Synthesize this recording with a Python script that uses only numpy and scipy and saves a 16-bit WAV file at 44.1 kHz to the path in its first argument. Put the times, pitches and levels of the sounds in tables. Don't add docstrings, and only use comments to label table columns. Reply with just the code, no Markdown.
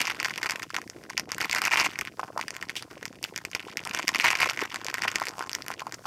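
import sys
import numpy as np
from scipy import signal
from scipy.fft import rfft, irfft
from scipy.io import wavfile
from scipy.ndimage import uniform_filter1d

SR = 44100
rng = np.random.default_rng(int(sys.argv[2]) if len(sys.argv) > 2 else 0)


def put_to_file(sound):
    columns = np.atleast_2d(sound).T
    safe = np.clip(columns, -1, 1)
    whole_steps = np.round(safe * 32767)
    wavfile.write(sys.argv[1], SR, whole_steps.astype(np.int16))


N = 267246


def gain_of(db):
    return 10 ** (np.asarray(db) / 20)


def evened(x):
    return x / np.sqrt(np.mean(x ** 2) + 1e-20)


def read(points, hz):
    f, value = np.transpose(points)
    return np.interp(np.log(hz + 1), np.log(f + 1), value)


def add(mix, s, sound):
    start = max(int(s * SR), 0)
    part = mix[start:start + len(sound)]
    part += sound[:len(part)]


def slow_wander(noise, size):
    return evened(uniform_filter1d(uniform_filter1d(noise, size), size))


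def causal(points):
    hz = abs(np.fft.fftfreq(4096, 1 / SR))
    log_gain = np.log(gain_of(np.maximum(read(points, hz), -100)))
    minimum_phase = -signal.hilbert(log_gain).imag
    taps = np.fft.ifft(np.exp(log_gain + 1j * minimum_phase)).real[:1024]
    return taps / abs(signal.hilbert(taps)).max()


def bubble(hz, cycles, phase, overtone, size=300):
    u = np.arange(size) / SR * hz
    turn = 2 * np.pi * (u + phase)
    shape = ((u / cycles) * np.exp(1 - u / cycles)) ** 2
    sharper = overtone * shape ** 2 * np.cos(2 * turn)
    return shape * np.cos(turn) + sharper


def tear(db, luck):
    u = np.arange(len(luck)) / 7.02
    return gain_of(db) * luck * u * np.exp(1 - u) / 2


# frequency in Hz, relative level in dB per Hz.
TICK_COLOUR = [(1500, -15.5), (2500, -5), (3890, -13), (4890, -3.5), (6650, -10), (10800, -22),
               (13000, -19), (16000, -39.5)]


def coloured(x):
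    return signal.oaconvolve(x, causal(TICK_COLOUR))[:len(x)]


# time in seconds, steam pressure as a level in dB.
SIMMER = [(0, -33), (.35, -46), (.52, -34), (.62, -52), (.78, -36.5), (.85, -62.5), (1.2, -52), (1.45, -41),
          (1.8, -38), (2.0, -45.5), (2.12, -56), (2.39, -53.5), (2.55, -46), (3.15, -56), (3.7, -48),
          (3.95, -39), (4.12, -43), (4.3, -38), (4.7, -46.5), (5.15, -39), (5.34, -50.5), (5.42, -49),
          (6.06, -51.5)]


def simmer_db(t):
    return np.interp(t, *np.transpose(SIMMER))


# start in seconds, length in seconds, level in dB.
GUSHES = [(.003, 0.02, -25.5), (0.098, 0.022, -30.5), (0.227, 0.019, -37), (0.459, 0.012, -26.5),
          (1.403, 0.026, -25.5), (1.437, 0.017, -28), (1.52, 0.015, -27.5), (1.559, 0.033, -30),
          (1.61, 0.019, -26.5), (1.638, 0.048, -26), (1.711, 0.04, -20), (1.771, 0.077, -22.5),
          (1.846, 0.018, -27), (3.952, .018, -33), (3.98, .022, -33), (4.07, 0.017, -32.5),
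          (4.148, 0.018, -26), (4.207, 0.022, -29.5), (4.235, 0.048, -21), (4.303, 0.025, -24.5),
          (4.345, 0.022, -38), (4.387, 0.058, -22), (4.456, 0.055, -26), (4.611, 0.043, -32.5),
          (5.027, 0.027, -34), (5.075, 0.0088, -25), (5.154, 0.0058, -24), (5.211, 0.034, -33)]
GUSH_EDGE_S = 0.0022


def steam(t):
    power = gain_of(simmer_db(t)) ** 2
    for s, length, db in GUSHES:
        inside_s = np.minimum(t - s, s + length - t)
        swell = np.clip(inside_s / GUSH_EDGE_S + 1, 0, 1)
        power = power + (gain_of(db) * swell) ** 2
    return 10 * np.log10(power)


# frequency in Hz, relative level in dB per Hz.
AIR_COLOUR = [(45, -14), (107, 23.5), (271, 14), (690, -10), (2040, -5.5), (3920, -6), (5050, 0),
              (15300, -12), (16500, -31)]
AIR_DB, WAVER_DB = -57.5, 3
HUM_HZ, HUM_DB = 59.5, -72


def air():
    t = np.arange(N) / SR
    hz = np.fft.rfftfreq(N, 1 / SR)
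    white, slow = rng.standard_normal((2, N))
    colour = rfft(white) * gain_of(read(AIR_COLOUR, hz))
    treble = hz / (hz + 2000)
    waver_db = WAVER_DB * slow_wander(slow, 2000)
    swell_db = 0.19 * (simmer_db(t) + 57)
    body = irfft(colour * (1 - treble), N)
    hiss = gain_of(waver_db + swell_db) * irfft(colour * treble, N)
    hum = np.sqrt(2) * np.sin(2 * np.pi * HUM_HZ * t)
    return gain_of(AIR_DB) * evened(body + hiss) + gain_of(HUM_DB) * hum


def nearby(x, t60, db, delay):
    t = np.arange(SR // 4) / SR
    fade_in = np.clip(t / delay, 0, 1) ** 2
    tail = rng.standard_normal(len(t)) * gain_of(-60 * t / t60) * fade_in
    return gain_of(db) * signal.oaconvolve(x, tail / np.linalg.norm(tail))[:N]


# start in seconds, peak in dB, pitch in Hz.
GLUGS = [(0.185, -37, 302), (0.374, -39, 437), (0.554, -34, 519), (0.959, -36.5, 301), (1.261, -44.5, 233),
         (2.302, -32, 568), (2.362, -27, 620), (2.969, -35.5, 533), (3.025, -35.5, 412),
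         (3.103, -38.5, 260), (3.323, -35.5, 430), (3.666, -32.5, 430), (3.902, -37, 242), (4.04, -33, 299),
         (4.15, -37, 296), (4.47, -26, 520), (4.623, -22, 398), (4.854, -32, 520), (5.214, -29.5, 519),
         (5.28, -33, 493), (5.991, -39, 557)]
GLUG_CYCLES = 1.07
GURGLE_DB, GURGLES_PER_S = -51.5, 100
GURGLE_STEP = 100


def gurgle():
    draw = rng.random((N // GURGLE_STEP, 5))
    t = np.arange(len(draw)) * GURGLE_STEP / SR
    out = np.zeros(N)
    for now, steam_db, (chance, size, pitch, length, phase) in zip(t, steam(t), draw):
        if chance < GURGLES_PER_S * GURGLE_STEP / SR:
            db = 0.1 * steam_db - 1.97 * np.log(size + 0.0056)
            thud = bubble(240 * 2.3 ** pitch, .22 + .35 * length, phase, 0, size=1400)
            add(out, now, gain_of(db) * thud)
    out = gain_of(GURGLE_DB) * evened(out)
    for (s, db, hz), phase in zip(GLUGS, rng.random(len(GLUGS))):
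        add(out, s, gain_of(db) * bubble(hz, GLUG_CYCLES, phase, 0.46, size=1400))
    return out


# level in dB, resonance in Hz, decay by 60 dB in seconds.
SPIT = (-31, 2970, 0.13)
SPIT_S = 2.761


def spit():
    db, hz, t60 = SPIT
    t = np.arange(SR // 8) / SR
    jet, flutter = rng.standard_normal((2, len(t)))
    ring = signal.lfilter(*signal.iirpeak(hz, 4.5, SR), jet)
    hiss = coloured(jet)
    flutter_db = 1.8 * evened(uniform_filter1d(flutter, 90))
    swell = np.clip(t / 0.0045, 0, 1) * gain_of(-60 * t / t60 + flutter_db)
    out = np.zeros(N)
    add(out, SPIT_S, gain_of(db) * swell * (evened(ring) + 0.48 * evened(hiss)))
    return out


RISER_HZ, CROWDED_DB = 2220, -34.5


def crackle():
    t = np.arange(N) / SR
    s, pop_db, pop_hz, _ = np.transpose(POPS)
    shed = np.zeros(N)
    shed[(s * SR).astype(int)] = gain_of(pop_db - 13.0) ** 2
    shed = signal.lfilter([1], [1, -np.exp(-1 / (0.0043 * SR))], shed)

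    steam_db = steam(t)
    crowded = np.clip((steam_db - CROWDED_DB) / 8 + .5, 0, 1)
    clump_db = (5.5 - 2.3 * crowded) * slow_wander(rng.standard_normal(N), 300)
    level_db = 10 * np.log10(gain_of(steam_db + clump_db) ** 2 + shed)
    denser_db = .25 * (level_db + 47.0)

    chance, size, pitch, length, phase, sharpness, merging = rng.random((7, N))
    at = np.flatnonzero(chance < 330 * gain_of(2 * denser_db) / SR)
    size_db = level_db - denser_db - 4.2 * np.log(size + 0.016)
    tick_db = size_db - 10 + 24 * (sharpness - .5)

    hz = np.interp(t, s, pop_hz) ** (1 - crowded) * RISER_HZ ** crowded
    hz = hz * np.exp((0.63 - 0.31 * crowded) * (pitch - .45))
    merged = merging < .3
    hz = np.where(merged, 960 * 1.55 ** pitch, hz)
    ring_db = size_db - 1.86 * merged
    cycles = .55 + .5 * crowded * ~merged + .7 * length

    rings, ticks = np.zeros(N), np.zeros(N)
    snaps = rng.standard_normal((4096, 90))
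    for i in at:
        add(ticks, i / SR, tear(tick_db[i], snaps[i % 4096]))
        ring = bubble(hz[i], cycles[i], phase[i], 0.27, size=500)
        add(rings, i / SR, gain_of(ring_db[i]) * ring)
    return rings + coloured(ticks)


# time in seconds, level of the ring in dB, bubble pitch in Hz, level of the tick in dB.
POPS = [(0.0059, -20, 2310, -8), (0.016, -15, 2520, -2.5), (0.054, -16, 2360, -13),
        (0.0712, -15, 2300, -11), (0.0825, -18.5, 2300, -18), (0.0994, -13, 2380, -15),
        (0.2012, -13, 2360, -12), (0.2297, -19, 2070, -10), (0.2471, -12, 2350, -11),
        (0.2558, -12, 1920, -19), (0.3077, -17, 2070, -24), (0.3387, -24.5, 2420, -24),
        (0.3596, -21.5, 2420, -21), (0.3783, -22.5, 1910, -13), (0.431, -14, 1960, -12),
        (0.4599, -14.5, 1940, -20), (0.5087, -16, 2000, -7.5), (0.5212, -21, 2000, -14.5),
        (0.5585, -20, 1870, -21), (0.596, -26, 1800, -19.5), (0.6219, -23, 1900, -21),
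        (0.6312, -19.5, 2400, -18), (0.7456, -16.5, 1940, -12.5), (0.7656, -14.5, 1870, -10),
        (0.817, -25.5, 1870, -22.5), (0.8771, -33, 1880, -27), (0.8995, -32.5, 1960, -20),
        (1.0383, -32.5, 1850, -32), (1.1012, -22, 1920, -15.5), (1.1703, -19, 2400, -27),
        (1.1785, -16, 1950, -6), (1.197, -21, 1940, -6.5), (1.3188, -17, 1940, -9.5),
        (1.3469, -32, 2040, -18), (1.3825, -21, 1860, -12.5), (1.4142, -33, 1970, -8),
        (1.4261, -31, 2070, -19), (1.446, -18, 2120, -21), (1.4566, -31, 2080, -16),
        (1.497, -18.5, 2290, -11), (1.513, -14.5, 2460, -8), (1.5293, -16, 2070, -6),
        (1.549, -12, 1910, -7), (1.5598, -23, 1500, -16), (1.5844, -15, 2000, -14),
        (1.6187, -14.5, 1340, -6.5), (1.6531, -13.5, 2400, -4), (1.6727, -14, 1470, -9),
        (1.7179, -9, 2330, -16), (1.7278, -13, 1940, -17), (1.743, -11, 2000, -10),
        (1.7581, -10, 2320, -33), (1.7788, -12.5, 2190, -25), (1.8074, -9, 1980, -14),
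        (1.838, -22, 2200, -28), (1.8676, -14, 2190, -24), (1.9577, -21, 2240, -34),
        (1.9893, -17, 2030, -11.5), (2.0122, -15.5, 2120, -10), (2.0514, -21.5, 2260, -18),
        (2.0738, -19, 2250, -26), (2.195, -17.5, 990, -26), (2.2325, -16.5, 1040, -45),
        (2.3761, -16, 1100, -40), (2.3946, -18, 1040, -33), (2.413, -18, 2240, -12.5),
        (2.427, -24.5, 2340, -35), (2.482, -23, 1970, -15.5), (2.5065, -26, 2400, -16.5),
        (2.5513, -42, 1820, -24), (2.566, -26, 1820, -14), (2.6267, -19, 1860, -21),
        (2.6958, -18.5, 2060, -25), (2.7557, -25, 2360, -21.5), (2.825, -29.5, 1410, -17),
        (3.0291, -23, 1830, -23.5), (3.0551, -22, 1900, -14.5), (3.229, -32, 2570, -12),
        (3.241, -12.5, 2570, -5.5), (3.3616, -21, 1940, -13), (3.3777, -22, 2020, -14),
        (3.4513, -20, 2380, -12.5), (3.515, -30, 2480, -23), (3.5324, -23.5, 2490, -40),
        (3.5503, -12, 2320, -6.5), (3.596, -19.5, 2570, -29), (3.7719, -13.5, 2220, -8),
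        (3.793, -21, 2430, -38), (3.8521, -34, 1210, -13), (3.8738, -35, 1280, -8),
        (3.8955, -39, 1850, -18.5), (3.9359, -30, 1940, -19), (3.9485, -18, 1670, -6.5),
        (3.9754, -20, 2340, -17), (3.9895, -18, 2020, -13.5), (4.0293, -20, 2520, -21),
        (4.0805, -13, 2160, -1), (4.0912, -15, 1980, -6.5), (4.1477, -17.5, 2250, -10),
        (4.1585, -10.5, 2250, -15), (4.19, -19, 2320, -14), (4.1995, -4.5, 2290, -8),
        (4.2461, -11.5, 1980, -13), (4.259, -5, 2160, -20), (4.2714, -9.5, 2450, -26),
        (4.2886, -10.5, 2270, -24), (4.3046, -10.5, 2460, -7.5), (4.331, -10.5, 2250, -26),
        (4.3535, -11, 2310, -15), (4.4051, -19, 2060, -4.5), (4.4176, -8, 2380, -26),
        (4.4305, -6.5, 2190, -25), (4.459, -19, 2030, -14), (4.4982, -17.5, 2450, -6),
        (4.5632, -36, 2020, -28), (4.5746, -21, 1990, -18), (4.5919, -15, 2070, -23),
        (4.6075, -22, 2070, -22), (4.6162, -20.5, 2080, -21), (4.6271, -26, 955, -28),
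        (4.657, -25, 1870, -19), (4.7187, -25.5, 2480, -36), (4.7444, -20.5, 1300, -18.5),
        (4.7597, -19.5, 1970, -15.5), (4.8468, -27, 2060, -13), (4.8666, -24.5, 2020, -15),
        (4.9424, -12, 1900, -9.5), (4.9827, -19.5, 1880, -20.5), (5.0211, -20, 1910, -8),
        (5.0361, -14.5, 1940, -16), (5.052, -15, 1040, -27), (5.0799, -12, 1970, -18),
        (5.1163, -25, 1970, -18), (5.158, -11.5, 1970, -4), (5.1845, -24, 1300, -18), (5.2, -26, 1520, -15),
        (5.2186, -14, 1030, -35), (5.2548, -27, 1890, -16.5), (5.2692, -18.5, 1970, -13),
        (5.2851, -24, 2040, -12), (5.292, -28, 1200, -18), (5.3827, -24.5, 940, -24),
        (5.3935, -23, 1010, -16.5), (5.4086, -16.5, 1180, -31), (5.4259, -24, 1370, -21),
        (5.4953, -35, 1120, -15.5), (5.516, -32, 2000, -17.5), (5.5317, -26.5, 1920, -12),
        (5.5509, -18, 1950, -5.5), (5.622, -30, 1960, -20), (5.6643, -34, 1980, -17.5),
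        (5.6827, -27.5, 1940, -12), (5.7038, -17.5, 1050, -21), (5.7157, -24, 1900, -17),
        (5.7398, -30, 1920, -24), (5.7955, -22.5, 2390, -24), (5.8197, -23, 1080, -48),
        (5.8687, -21.5, 970, -26.5), (5.9237, -23, 1930, -14.5), (5.9445, -37, 1830, -17.5),
        (6.0553, -22, 1030, -38)]


def pops():
    rings, ticks = np.zeros(N), np.zeros(N)
    luck, snaps = rng.random((len(POPS), 4)), rng.standard_normal((len(POPS), 90))
    for (s, db, hz, tick_db), (length, phase, push, push_pitch), snap in zip(POPS, luck, snaps):
        cycles = (0.79 + 0.61 * length) * (hz / RISER_HZ) ** .5
        add(rings, s - cycles / hz, gain_of(db) * bubble(hz, cycles, phase, 0.14))
        push_db = 0.52 * db - 24.0 - 43.0 * push
        low_push = bubble(260 + 270 * push_pitch, 1.0, push, 0, size=900)
        add(rings, s - .002, gain_of(push_db) * low_push)
        even_snap = snap / np.linalg.norm(snap[4:16]) * 2
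        add(ticks, s - .0004, tear(tick_db, even_snap))
    return rings + coloured(ticks)


def scene():
    pot = pops() + crackle() + gurgle() + spit()
    near = nearby(pot, t60=0.021, db=-14.0, delay=0.00086)
    later = nearby(pot, t60=0.058, db=-19.0, delay=0.01)
    return (pot + near + later + air())[None]


LOW_CUT_HZ, EDGE_HZ = 62, 16000
OVERLOAD = .55


def record(dry):
    thin = signal.sosfilt(signal.butter(4, LOW_CUT_HZ, "high", fs=SR, output="sos"), dry)
    soft = OVERLOAD * np.tanh(thin / OVERLOAD)
    band_limit = signal.firwin(511, EDGE_HZ, window=("kaiser", 9), fs=SR)
    return signal.oaconvolve(soft, band_limit[None], "same")


dry = scene()
out = record(dry)
put_to_file(out)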